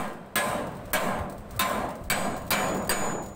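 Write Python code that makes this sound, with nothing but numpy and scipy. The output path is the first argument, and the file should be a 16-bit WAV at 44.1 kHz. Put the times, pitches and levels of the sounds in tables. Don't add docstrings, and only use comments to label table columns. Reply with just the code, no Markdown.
import sys
import numpy as np
from scipy import signal
from scipy.fft import rfft, irfft, next_fast_len
from scipy.io import wavfile
from scipy.ndimage import uniform_filter1d, map_coordinates

SR = 44100
rng = np.random.default_rng(int(sys.argv[2]) if len(sys.argv) > 2 else 0)


def store_pcm(level_fs):
    pcm = np.round(np.clip(level_fs, -1, 1) * 32767).astype(np.int16)
    wavfile.write(sys.argv[1], SR, np.atleast_2d(pcm).T)


def amplitude_ratio(level_db):
    exponent = np.asarray(level_db, float) / 20
    return 10 ** exponent


N = 147735
LEAD_S = 0.3

# (time [s], force [dB], brightness [dB per octave], long bearing ring [dB], plate [dB])
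BLOWS = [
    (-.11, -13, 1, -55, -0.5),
    (0.3565, -2.5, 1.5, -62, -1),
    (0.9325, 0, 1.1, -60, -2),
    (1.5938, -0.5, 0.6, -53, -1),
    (2.1002, -2, -0.1, -32.5, -0.5),
    (2.5057, 1.5, 0.3, -23.5, 0),
    (2.8935, -1, 0.3, -19.5, -2.5),
]


def unit(x):
    return x / np.sqrt(np.mean(x ** 2) + 1e-20)


def along(points, hz):
    f, v = np.transpose(points)
    return np.interp(np.log(hz + 1), np.log(f + 1), v)


def wobble(rate, size):
    knots = rng.standard_normal(int(size / SR * 40) + 4)
    return map_coordinates(knots, [np.arange(size) * min(rate, 39) / SR])


def filtered(x, response):
    m = next_fast_len(len(x) + 8192)
    return irfft(rfft(x, m) * response(np.fft.rfftfreq(m, 1 / SR)), m)[:len(x)]


def rush(spectrum, size):
    noise = rng.standard_normal(size)
    return unit(filtered(noise, lambda hz: amplitude_ratio(along(spectrum, hz) - 60 * (hz < 18))))


def dying(spectrum, t60s, size, tilt_db, patchy_db=2.5):
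    hz, t, z = signal.stft(rush(spectrum, size), SR, nperseg=256)
    clusters = unit(uniform_filter1d(rng.standard_normal(z.shape), 24, axis=1))
    tilt = tilt_db * np.log2(1 + hz / 2000)[:, None]
    decay = 60 * t / along(t60s, hz)[:, None]
    return signal.istft(z * amplitude_ratio(tilt + patchy_db * clusters - decay), SR, nperseg=256)[1][:size]


def ringing(modes, t, spread_db, drift, beat_db):
    smear_per_s = 30
    out = np.zeros(len(t))
    for hz, db, t60 in modes:
        level_db = db + spread_db * rng.normal() + beat_db * wobble(smear_per_s, len(t))
        phase = 2 * np.pi * hz * t + drift * wobble(smear_per_s, len(t))
        out += amplitude_ratio(level_db - 60 * t / t60) * np.sin(phase)
    return out


def add(track, s, x):
    part = track[round((s + LEAD_S) * SR):][:len(x)]
    part += x[:len(part)]


def crack(t):
    level_db, t60 = -5, 0.0046
    return amplitude_ratio(level_db - 60 * t / t60) * rush([(2000, -36), (9000, -26), (14000, 22)], len(t))


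def clang(t, clang_db, tilt_db):
    # (frequency [Hz], density [dB per Hz])
    colour = [(59, -11), (100, -4.5), (891, -12.5), (1030, -8), (1480, -8), (1680, -9.5), (5650, -21),
              (8280, -19), (16000, -13)]
    # (frequency [Hz], t60 [s])
    t60s = [(300, 0.18), (2000, 0.3), (8000, .13), (14000, 0.07)]
    return amplitude_ratio(-6 + clang_db) * dying(colour, t60s, len(t), tilt_db)


def plate_boom(t, plate_db, lasts, tilt_db):
    # (frequency [Hz], density [dB per Hz])
    colour = [(35, -42), (60, -21), (180, -5.5), (408, -8.5), (515, -2.5), (749, -2.5), (5720, -25.5),
              (7060, -21.5), (16000, -25.5)]
    # (frequency [Hz], t60 [s])
    t60s = [(100, 1.58), (400, 0.87), (1500, 0.69), (5000, 0.48), (14000, 0.36)]
    rise_s = 0.072
    boom = dying(colour, np.multiply(t60s, [1, lasts]), len(t), tilt_db)
    return amplitude_ratio(-12 + plate_db) * boom * (1 - np.exp(-t / rise_s))


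def struck_tones(t, s, ring_db, level_db, head_db):
    # (frequency [Hz], level [dB], t60 [s])
    housing = [(200.1, -22.5, 1), (247, -32.5, 1), (527.4, -28, 0.86), (590, -23, 0.95), (688.5, -20, 0.56),
               (741, -21, 0.65), (1039, -19.5, 0.68), (1620, -25, 0.66), (2323, -22.5, 0.43),
               (3063, -49, 0.14), (3620, -41, 0.4), (1190, -28, 0.71), (8030, -43, 0.35), (177, -29, 1)]
    # (blow time [s], frequency [Hz], level [dB], t60 [s])
    chance = [(-.11, 7800, -41, 0.42), (-.11, 3160, -42, 1.48), (.356, 1686, -6.5, 0.2),
              (.356, 2100, -17, .25), (.356, 3400, -14, 0.11), (.356, 1026, -14.5, 0.4),
              (.356, 8400, -15, 0.11), (.356, 3850, -23, 0.26), (.356, 9100, -13, 0.081),
              (.932, 630, -14.5, 0.43), (.932, 1034, -18, 0.11), (.932, 907, -21, 0.45),
              (.932, 1645, -5.5, 0.12), (.932, 2267, -5.5, 0.1), (.932, 3063, -27, 0.28),
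              (.932, 4300, -10.5, 0.056), (.932, 7300, -19, 0.081), (1.593, 1034, -9, 0.3),
              (1.593, 2260, -13, 0.2), (1.593, 3666, -4, 0.061), (1.593, 4000, -13.5, 0.1),
              (1.593, 2600, -15, 0.2), (1.593, 2950, -19, 0.14), (1.593, 4380, -13, 0.08),
              (1.593, 5500, -28, 0.1), (2.1, 1590, -13, 0.23), (2.1, 1053, -18, 0.18),
              (2.1, 3800, -13.5, 0.075), (2.1, 4670, -6, 0.05), (2.1, 4300, -15, 0.051),
              (2.1, 2300, -9, 0.15), (2.1, 7860, -23, 0.22), (2.506, 188.3, -21.5, 0.6),
              (2.506, 1040, -11, 0.11), (2.506, 2312, -13.5, 0.26), (2.506, 4740, -8, 0.086),
              (2.506, 3810, -7, 0.051), (2.506, 3030, -22, 0.36), (2.506, 1760, -11, 0.096),
              (2.506, 4230, -16, 0.07), (2.893, 976, -4, 0.042), (2.893, 1350, -27, 0.16),
              (2.893, 4750, 2, 0.037), (2.893, 8160, -14.5, 0.13), (2.893, 8360, -19, .08),
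              (2.893, 194, -22, 0.64)]
    # (frequency [Hz], density [dB per Hz])
    head = [(7000, -28), (7900, -6), (8500, 0), (9300, -4.5), (10300, -20)]
    head_t60 = 0.44
    own = [mode for blow_s, *mode in chance if abs(blow_s - s) < 0.1]
    bearing, thud = (6923, ring_db, 0.75), (55, -18, 0.048)  # (frequency [Hz], level [dB], t60 [s])
    tones = amplitude_ratio(level_db) * ringing(housing, t, spread_db=1, drift=2, beat_db=3)
    tones += ringing(own, t, spread_db=0, drift=1.1, beat_db=3)
    tones += ringing([bearing, thud], t, spread_db=0, drift=0.09, beat_db=0)
    tones += amplitude_ratio(head_db - 60 * t / head_t60) * rush(head, len(t))
    return tones * (1 - np.exp(-t / 0.0023))


def hammer(size):
    head_dbs = [-33.5, -26, -43, -41, -35, -34, -31]
    # (clang [dB], housing [dB], plate decay over its usual length [ratio])
    landing = [(2, 3, 1.06), (-0.5, 0, 1.03), (-0.5, 1.5, 0.97), (1.5, 0, 1.003), (1.5, -1.3, 1.004),
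               (3.7, -1, 1.02), (0.7, -0.5, 1.028)]
    # (frequency [Hz], width [octaves], level [dB])
    wakes = [(1500, 0.86, 3.5), (2590, 1, 1.5), (1140, 1, 2), (2930, 0.73, 0), (3530, 1, 0.5),
             (3000, 0.7, 0), (380, 0.73, 3)]
    out, t = np.zeros(size), np.arange(SR) / SR
    for blow, head_db, place, (mid_hz, octaves, mid_db) in zip(BLOWS, head_dbs, landing, wakes):
        s, force_db, tilt_db, ring_db, plate_db = blow
        clang_db, housing_db, lasts = place

        def woken(hz):
            return amplitude_ratio(mid_db * np.exp(-(np.log2((hz + 1) / mid_hz) / octaves) ** 2))

        body = clang(t, clang_db, tilt_db) + plate_boom(t, plate_db, lasts, tilt_db)
        tones = struck_tones(t, s, ring_db, plate_db + housing_db, head_db)
        add(out, s, amplitude_ratio(force_db) * (crack(t) + filtered(body, woken) + tones))
    return out


def jolts(size):
    pushes = [0.017, 0.00097, 0.022, 0.0022, 0.025, 0.0093, 0.035]
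    dip_s, back_s, back = 0.03, 0.039, 0.94
    out, t = np.zeros(size), np.arange(SR // 2) / SR
    u, v = t / dip_s, t / back_s / 3
    swing = back * (v * np.exp(1 - v)) ** 3 - 1.1 * (u * np.exp(1 - u)) ** 2
    for (s, *_), push in zip(BLOWS, pushes):
        add(out, s, push * swing)
    return out


def yard(size):
    # (frequency [Hz], density [dB per Hz])
    hum = [(15, 0), (25, -40), (185, -11.5), (317, -18.5), (695, -14), (840, -26), (1040, -22), (5730, -49),
           (16000, -58)]
    # (frequency [Hz], density [dB per Hz])
    buffeting = [(20, 24), (45, 20.5), (110, 21), (250, -25)]
    # (time [s], level [dB])
    wind = [(0.0, -46), (0.09, -62), (0.56, -40), (0.58, -38), (0.71, -48), (0.94, -35), (1.0, -43),
            (1.24, -38.5), (1.29, -47), (1.41, -36.5), (1.44, -48), (1.6, -27), (1.62, -34), (1.85, -37.5),
            (1.98, -57), (2.01, -37), (3.26, -43), (3.35, -44)]
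    wind_db = np.interp(np.arange(size) / SR - LEAD_S, *np.transpose(wind))
    gusts = unit(amplitude_ratio(0.33 * wobble(24.87, size)) * rush(buffeting, size))
    far = amplitude_ratio(-46 + 2.5 * wobble(3.357, size)) * rush(hum, size)
    return far + amplitude_ratio(-5 + wind_db) * gusts


def flakes(size):
    # (time [s], peak level [dB])
    ticks = [(0.0324, -49), (0.0762, -43), (0.1151, -56), (0.13, -46), (0.26, -55), (0.6679, -41),
             (0.7168, -48), (0.7506, -47.5), (0.768, -45.5), (0.8544, -43.5), (0.8784, -66), (0.9023, -47),
             (1.0276, -34), (1.1877, -40), (1.297, -38.5), (1.3225, -42), (1.38, -43.5), (1.4935, -56),
             (1.508, -37.5), (1.562, -39), (1.6935, -23), (1.888, -41), (1.9035, -39.5), (1.953, -40.5),
             (2.0385, -42.5), (2.05, -49), (2.364, -36), (2.376, -39), (2.4169, -42.5), (2.45, -48),
             (2.466, -42), (2.477, -40), (2.683, -30), (2.745, -33), (2.755, -46), (2.7671, -33),
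             (2.822, -40.5), (2.8474, -39), (2.873, -33), (3.1213, -45), (3.223, -41), (3.234, -42),
             (3.26, -38.5), (3.285, -45), (3.32, -55), (3.345, -51)]
    # (frequency [Hz], density [dB per Hz])
    colour = [(1500, -11), (4000, -3.5), (8500, -4), (11500, -8), (14500, -9), (16000, 4.5)]
    tick_t60, tail_t60, tail_db, all_db = 0.032, 0.22, -6.5, -4.5
    out, t = np.zeros(size), np.arange(SR // 5) / SR
    tick = amplitude_ratio(-60 * t / tick_t60) * np.minimum(t / 0.0015, 1)
    tail = amplitude_ratio(tail_db - 60 * t / tail_t60)
    for s, db in ticks:
        add(out, s, amplitude_ratio(db + all_db) * (tick + tail) * rush(colour, len(t)))
    return out


def singing(size):
    # (blow time [s], frequency [Hz], level [dB], t60 [s])
    thin = [(.356, 593, -23.5, 0.76), (.356, 2520, -24, .3), (.356, 4250, -27, .2), (.932, 1136, -26, 0.67),
            (.932, 8100, -29, 0.27), (0.931, 6000, -19, .12), (1.593, 3667, -11, .1),
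            (1.593, 3730, -23, 0.36), (1.593, 4750, -18, 0.095), (1.593, 7240, -26, 0.33),
            (1.593, 3460, -27.5, .4), (2.099, 4760, -29, 0.43), (2.101, 8030, -28, 0.44),
            (2.1, 8100, -13, 0.034), (2.506, 4740, -30, 0.42), (2.506, 3640, -31, .35),
            (2.894, 4800, -30, 0.38), (2.893, 8200, -29, .35)]
    out, t = np.zeros(size), np.arange(SR) / SR
    for s, *mode in thin:
        tone = ringing([mode], t, spread_db=0, drift=0.5, beat_db=2)
        add(out, s, tone * (1 - np.exp(-t / 0.003)))
    return out


def handling(size):
    # (time [s], level [dB])
    bumps = [
        (0.592, -39),
        (1.215, -27),
    ]
    bump_hz, bump_s = 88, 0.0115
    out, t = np.zeros(size), np.arange(SR // 10) / SR
    bump = np.exp(-(t / bump_s - 3) ** 2) * np.sin(2 * np.pi * bump_hz * t)
    for s, db in bumps:
        add(out, s - 3 * bump_s, amplitude_ratio(db) * bump)
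    return out


def squeak(size):
    start_s, length_s, start_hz, rise_hz, level_db = 1.56, 0.035, 1080, 170, -43
    out, t = np.zeros(size), np.arange(SR // 10) / SR
    u = np.clip(t / length_s, 0, 1)
    tone = np.sin(2 * np.pi * np.cumsum(start_hz + rise_hz * u) / SR)
    add(out, start_s, amplitude_ratio(level_db) * u * (u < 1) * tone)
    return out


def scene():
    size = N + round(LEAD_S * SR)
    mix = hammer(size) + yard(size) + flakes(size) + singing(size) + handling(size) + squeak(size)
    return mix[None, -N:]


def port(x):
    # (frequency [Hz], width [Hz], level [dB])
    bands = [(8420, 990, 6.5), (14370, 1800, 4.5), (4000, 270, 2.5), (5640, 270, -0.5)]
    return filtered(x, lambda hz: amplitude_ratio(sum(db * np.exp(-((hz - mid) / width) ** 2) for mid, width, db in bands)))


def ducked(x, knee_db, share, sense_s, release_db_per_s):
    span = round(sense_s * SR)
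    power = uniform_filter1d(x ** 2, span, origin=span // 2 - 40)
    level_db = 10 * np.log10(np.abs(power) + 1e-12)
    fall = release_db_per_s * np.arange(N) / SR
    held_db = np.maximum.accumulate(level_db + fall) - fall
    return x * amplitude_ratio(uniform_filter1d(-share * np.maximum(held_db - knee_db, 0), 32))


def hushed(x):
    hush_s, hush_db, hush_hz = 0.012, -12, 2600
    t = np.arange(N) / SR
    before = sum((t > s - hush_s) & (t < s - 0.0015) for s, *_ in BLOWS)
    treble = filtered(uniform_filter1d(1.0 * before, size=88) * x, lambda hz: hz > hush_hz)
    return x - (1 - amplitude_ratio(hush_db)) * treble


def soft_clip(x, ceiling=0.28):
    return x / (1 + np.abs(x / ceiling) ** 4) ** (1 / 4)


def band_limit(x):
    top_hz, edge_hz, over_db = 15850, 90, -36
    return filtered(x, lambda hz: amplitude_ratio(over_db * (1 + np.tanh((hz - top_hz) / edge_hz)) / 2))


def top_cut(x):
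    return signal.sosfilt(signal.butter(12, 16990, fs=SR, output="sos"), x)


def record(dry):
    x = port(dry[0])
    x = ducked(x, knee_db=-28.5, share=0.59, sense_s=0.053, release_db_per_s=148)
    x = ducked(x, knee_db=-21, share=0.79, sense_s=0.002, release_db_per_s=521)
    x = x + jolts(N + round(LEAD_S * SR))[-N:]
    x = band_limit(soft_clip(hushed(x)))
    return top_cut(x[None])


dry = scene()
out = record(dry)
store_pcm(out)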